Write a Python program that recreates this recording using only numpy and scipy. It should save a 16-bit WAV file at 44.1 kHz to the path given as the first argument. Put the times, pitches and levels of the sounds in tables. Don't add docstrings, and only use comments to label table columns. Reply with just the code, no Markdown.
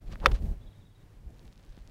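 import sys
import numpy as np
from scipy import signal
from scipy.fft import rfft, irfft, next_fast_len
from scipy.io import wavfile
from scipy.ndimage import map_coordinates

SR = 44100
rng = np.random.default_rng(int(sys.argv[2]) if len(sys.argv) > 2 else 0)


def convert_level_to_amplitude(level_db):
    exponent = np.asarray(level_db, float) / 20
    return 10 ** exponent


def wav_record(signal):
    frames = np.transpose(np.atleast_2d(signal))
    bounded = np.clip(frames, -1, 1)
    quanta = np.round(bounded * 32767).astype(np.int16)
    wavfile.write(sys.argv[1], SR, quanta)


N = 83790

# frequency in Hz, level in dB, 60 dB decay time in s.
FACE_MODES = [(1330, 11.5, .014), (1965, 0, .008), (2250, 9, .010), (3170, 3.5, .004)]
# frequency in Hz, level in dB, decay time in s.
HEAD_MODES = [(2580, -20, .012), (3020, -25, .012), (3480, -18, .02), (4600, -27, .016), (5400, -26, .016),
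              (7700, -31, .007), (10400, -31, .007)]
# frequency in Hz, density in dB.
TURF_COLOUR = [(200, -12), (420, 0), (900, -11), (2000, -18), (3300, -10), (5200, -24), (6500, -33),
               (16000, -42)]
# time in s, level in dB, shedding pitch in Hz.
SHAFT_SPEED = [(.19, -72, 300), (.218, -51, 420), (.24, -41, 520), (.258, -38, 616.8), (.275, -38, 480),
               (.3, -50, 380), (.345, -60, 299.5), (.4, -75, 280)]
# start in s, rise in s, fall in s, level in dB.
CLOTH_DRAGS = [(.05, 0.029, 0.037, -61.5), (.09, .03, .02, -53), (.118, .022, .018, -54),
               (.215, .043, .025, -50.5), (.311, .007, .010, -42), (.333, .017, .014, -43),
               (.355, .022, .022, -54), (.42, 0.0044, .008, -56.5), (.435, 0.021, .04, -61),
               (.51, .012, .025, -71), (1.299, .25, 0.39, -73), (1.65, 0.11, 0.15, -73),
               (.27, .015, .03, -57), (.195, .008, .01, -62)]
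# frequency in Hz, density in dB per Hz.
CLOTH_COLOUR = [(290, -29.5), (500, -1.5), (1030, -13.5), (1120, -6), (1300, -13), (4060, -15.5),
                (7770, -27.5), (15800, -47.5)]
# time in s, peak level in dB, pitch in Hz.
CREASE_SNAPS = [(0.2009, -42, 3010), (0.2064, -49, 3160), (1.0274, -58, 3980), (1.3424, -57, 4520),
                (1.3932, -45, 3950), (1.4536, -52, 3970), (1.4664, -59, 4360), (1.4775, -47, 3440),
                (1.515, -57.5, 3970), (1.5264, -47, 3770), (1.5569, -51, 3810), (1.5768, -48, 4500),
                (1.5944, -53, 3310), (1.6357, -52, 3630), (1.6626, -54, 3630), (1.6926, -52, 4830),
                (1.7034, -57, 3530), (1.7274, -56, 3050), (1.7459, -54, 3580), (1.7674, -49.5, 4240),
                (1.7774, -52, 3440), (1.7888, -51, 3250), (1.8064, -58, 4600), (1.8214, -58, 4190),
                (1.8554, -59, 3560), (1.8894, -60, 3770)]
# time in s, peak level in dB, pitch in Hz.
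GRIP_SNAP = (.156, -35, 1540)
# centre in s, peak level in dB, pitch in Hz, phase lean in rad.
BODY_JOLTS = [(.085, -34, 30, 0), (.228, -29, 28, 0), (.287, -22, 45, 3.1), (.34, -15, 37, 1.6),
              (.415, -25, 55, 0), (.442, -25, 70, 0), (.492, -26, 60, 0), (.516, -23, 45, 0),
              (.575, -37, 48, 0), (1.282, -39, 50, 3.1), (.68, -43, 35, 0), (.278, -27, 100, 0),
              (1.274, -36, 55, .8), (1.705, -38, 30, 3.1), (1.818, -42, 45, 0)]
# time in s, level in dB.
BUFFET_STRENGTH = [(0, -56), (.02, -45), (.074, -50), (.126, -42), (.206, -45), (.264, -37), (.344, -35),
                   (.386, -40), (.418, -35), (.52, -38), (.548, -49), (.92, -61), (1.1, -60), (1.15, -53),
                   (1.22, -57), (1.35, -49), (1.55, -57), (1.9, -58)]
# frequency in Hz, density in dB.
RUMBLE_COLOUR = [(10, -25), (20, 0.5), (40, 1), (90, -9), (180, -14), (300, -22), (800, -34), (1600, -60)]
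# frequency in Hz, density in dB per Hz.
AIR_COLOUR = [(59, -27), (100, 1.5), (214, -20), (489, -23), (748, -28.5), (1140, -30), (1320, -33),
              (1570, -30), (15800, -50.5)]
# frequency in Hz, density in dB per Hz.
HISS_COLOUR = [(300, -20), (1000, 0), (5000, -3), (16000, -8)]

HIT_S, HIT_RISE_S = .25896, .002
CRACK_DB, CRACK_T60_S = -23, .01
GROUND_DELAY_S, GROUND_DB, GROUND_RISE_S, GROUND_TILT_DB = .0011, -6.5, .0009, 2
TURF_S, TURF_LENGTH_S, TURF_DB, TURF_FALL_DB = .261, .0092, -25, 3
THUD_HZ, THUD_DB = 530, -13
CLOTH_GRAIN_DB = 2.5
SNAP_CYCLES, SNAP_EDGE = 1.05, .07
FINE_FROM_S, FINE_DB, FINE_SPREAD_DB = 1.3, -63, 3.5
BUMP_S, BUMP_DB, BUMP_HZ = 1.7758, -39, 230
JOLT_CYCLES = .55
LUMPY_DB, LUMPS_PER_S = 3, 24
AIR_DB, AIR_FOLLOWS, HISS_DB = -59, 0.3, -80
TRILL_S, TRILL_PER_S, TRILL_DB, TRILL_FADE_DB = .608, 20.8, -65, 5
NOTE_S, NOTE_HZ, DROP_HZ, BLUR_HZ = .036, 3930, 450, 190
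TREES_T60_S, TREES_DB = .08, -4
FADE_IN_S, CEILING, TOP_HZ = 0.02, .71, 15800


def unit(x):
    return x / np.sqrt(np.mean(x ** 2) + 1e-20)


def curves(rows):
    s, *columns = np.transpose(rows)
    return [np.interp(np.arange(N) / SR, s, column) for column in columns]


def wobble(rate):
    return map_coordinates(rng.standard_normal(N // 8), [np.arange(N) * rate / SR])


def noise(points):
    m = next_fast_len(N + 8192)
    f, db = np.transpose(points)
    log_hz = np.log(np.fft.rfftfreq(m, 1 / SR) + 1)
    gain = convert_level_to_amplitude(np.interp(log_hz, np.log(f + 1), db))
    return unit(irfft(rfft(rng.standard_normal(m)) * gain, m)[:N])


def since(s):
    return np.maximum(np.arange(N) / SR - s, 0)


def ringing(t, modes, tilt_db=0):
    total = 0
    for hz, db, t60 in modes:
        octaves = np.log2(hz / modes[0][0])
        total = total - convert_level_to_amplitude(db + tilt_db * octaves - 60 * t / t60) * np.sin(2 * np.pi * hz * t)
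    return total


def blow(s, rise, tilt_db):
    t = since(s)
    colour = [(1500, -30), (4500, 0), (6500, -14), (9500, -10), (16000, -22)]
    crack = convert_level_to_amplitude(CRACK_DB - 60 * t / CRACK_T60_S) * noise(colour)
    return (1 - np.exp(-t / rise)) * (ringing(t, FACE_MODES, tilt_db) + crack)


def ball_strike():
    direct = blow(HIT_S, HIT_RISE_S, 0)
    reflected = blow(HIT_S + GROUND_DELAY_S, GROUND_RISE_S, GROUND_TILT_DB)
    return direct + convert_level_to_amplitude(GROUND_DB) * reflected


def turf_cut():
    t = since(TURF_S)
    u = t / TURF_LENGTH_S
    contact = np.clip(u * 8, 0, 1) * np.clip((1 - u) * 12, 0, 1)
    tear = convert_level_to_amplitude(TURF_DB - TURF_FALL_DB * u + 3 * wobble(900)) * contact * noise(TURF_COLOUR)
    thud_level = convert_level_to_amplitude(THUD_DB - 9 * u - 14 * np.maximum(u - 1, 0)) * u / (u + .4)
    thud = thud_level * np.sin(2 * np.pi * THUD_HZ * t)
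    return tear + thud + np.clip(u * 11, 0, 1) * ringing(t, HEAD_MODES)


def swish():
    db, hz = curves(SHAFT_SPEED)
    phase = 2 * np.pi * np.cumsum(hz * (1 + .16 * wobble(140))) / SR
    tone = convert_level_to_amplitude(3 * wobble(160)) * np.sin(phase)
    turbulence = noise([(100, -32), (350, -4), (900, -2), (3000, -23), (16000, -61.5)])
    moving = since(SHAFT_SPEED[0][0]) > 0
    return convert_level_to_amplitude(db) * moving * (tone + .8 * turbulence)


def cloth():
    envelope = 0
    for s, rise, fall, db in CLOTH_DRAGS:
        t = since(s)
        decay = np.exp(-2.2 * ((t - rise) / fall) ** 1.5)
        envelope = envelope + convert_level_to_amplitude(db) * np.where(t < rise, (t / rise) ** 1.5, decay)
    grain_db = CLOTH_GRAIN_DB * wobble(500) + 2.4 * wobble(110)
    return envelope * unit(convert_level_to_amplitude(grain_db) * noise(CLOTH_COLOUR))


def snaps():
    out = np.zeros(N + SR)
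    t = np.arange(SR // 100) / SR
    fine = []
    for a, b, c in rng.random((30, 3)):
        s = FINE_FROM_S + (N / SR - FINE_FROM_S) * a
        fine.append((s, FINE_DB - FINE_SPREAD_DB * np.log(b), 3200 + 4500 * c))
    bump_click = (BUMP_S + .0012, BUMP_DB - 10, 1700)
    for s, db, hz in [GRIP_SNAP, bump_click, *CREASE_SNAPS, *fine]:
        u = t * hz / SNAP_CYCLES
        pulse = np.sin(2 * np.pi * hz * t) * np.e * 3 * u * np.exp(-3 * u)
        edge = SNAP_EDGE * rng.standard_normal(len(t)) * convert_level_to_amplitude(-60 * t / .003)
        out[round((s + .001) * SR):][:len(t)] += convert_level_to_amplitude(db + 1.2) * (pulse + edge)
    return out[:N]


def capsule_bump():
    u = since(BUMP_S) * BUMP_HZ
    return -convert_level_to_amplitude(BUMP_DB) * np.sin(2 * np.pi * u ** 0.82) * np.exp(-1.6 * u)


def body_jolts():
    total = 0
    for s, db, hz, lean in BODY_JOLTS:
        t = np.arange(N) / SR - s
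        packet = np.exp(-(t * hz / JOLT_CYCLES) ** 2)
        total = total + convert_level_to_amplitude(db) * packet * np.cos(2 * np.pi * hz * t + lean)
    return total


def bird():
    t = since(TRILL_S)
    k = np.floor(t * TRILL_PER_S)
    u = np.clip((t - k / TRILL_PER_S) / NOTE_S, 0, 1)
    hz = NOTE_HZ - DROP_HZ * np.sqrt(u) + BLUR_HZ * wobble(260)
    level_db = TRILL_DB - TRILL_FADE_DB * t / 0.37 - 4 * u + 1.8 * wobble(110)
    level = convert_level_to_amplitude(level_db) * np.sin(np.pi * u) ** 0.38 * (k < 9)
    song = level * np.sin(2 * np.pi * np.cumsum(hz) / SR)
    tail_t = np.arange(SR // 2) / SR
    tail = rng.standard_normal(SR // 2) * convert_level_to_amplitude(-60 * tail_t / TREES_T60_S)
    return song + convert_level_to_amplitude(TREES_DB) * signal.fftconvolve(song, tail / np.linalg.norm(tail))[:N]


def wind():
    strength_db, = curves(BUFFET_STRENGTH)
    rumble = unit(convert_level_to_amplitude(LUMPY_DB * wobble(LUMPS_PER_S)) * noise(RUMBLE_COLOUR))
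    air_db = AIR_DB + AIR_FOLLOWS * (strength_db + 58) + 1.4 * wobble(11)
    air = convert_level_to_amplitude(air_db) * noise(AIR_COLOUR)
    return convert_level_to_amplitude(strength_db + 2.5) * rumble + air + convert_level_to_amplitude(HISS_DB) * noise(HISS_COLOUR)


def scene():
    club = ball_strike() + turf_cut() + swish()
    player = cloth() + snaps() + capsule_bump() + body_jolts()
    return (club + player + bird() + wind())[None]


def roll_off(x):
    return signal.sosfilt(signal.butter(12, 15920, fs=SR, output="sos"), x)


def record(dry):
    x = dry * np.clip(since(0) / FADE_IN_S + .08, 0, 1) ** 1.3
    x = x / (1 + np.abs(x / CEILING) ** 12) ** (1 / 12)
    passband = np.fft.rfftfreq(N, 1 / SR) < TOP_HZ
    x = irfft(rfft(x) * passband, N)
    return roll_off(x)


dry = scene()
out = record(dry)
wav_record(out)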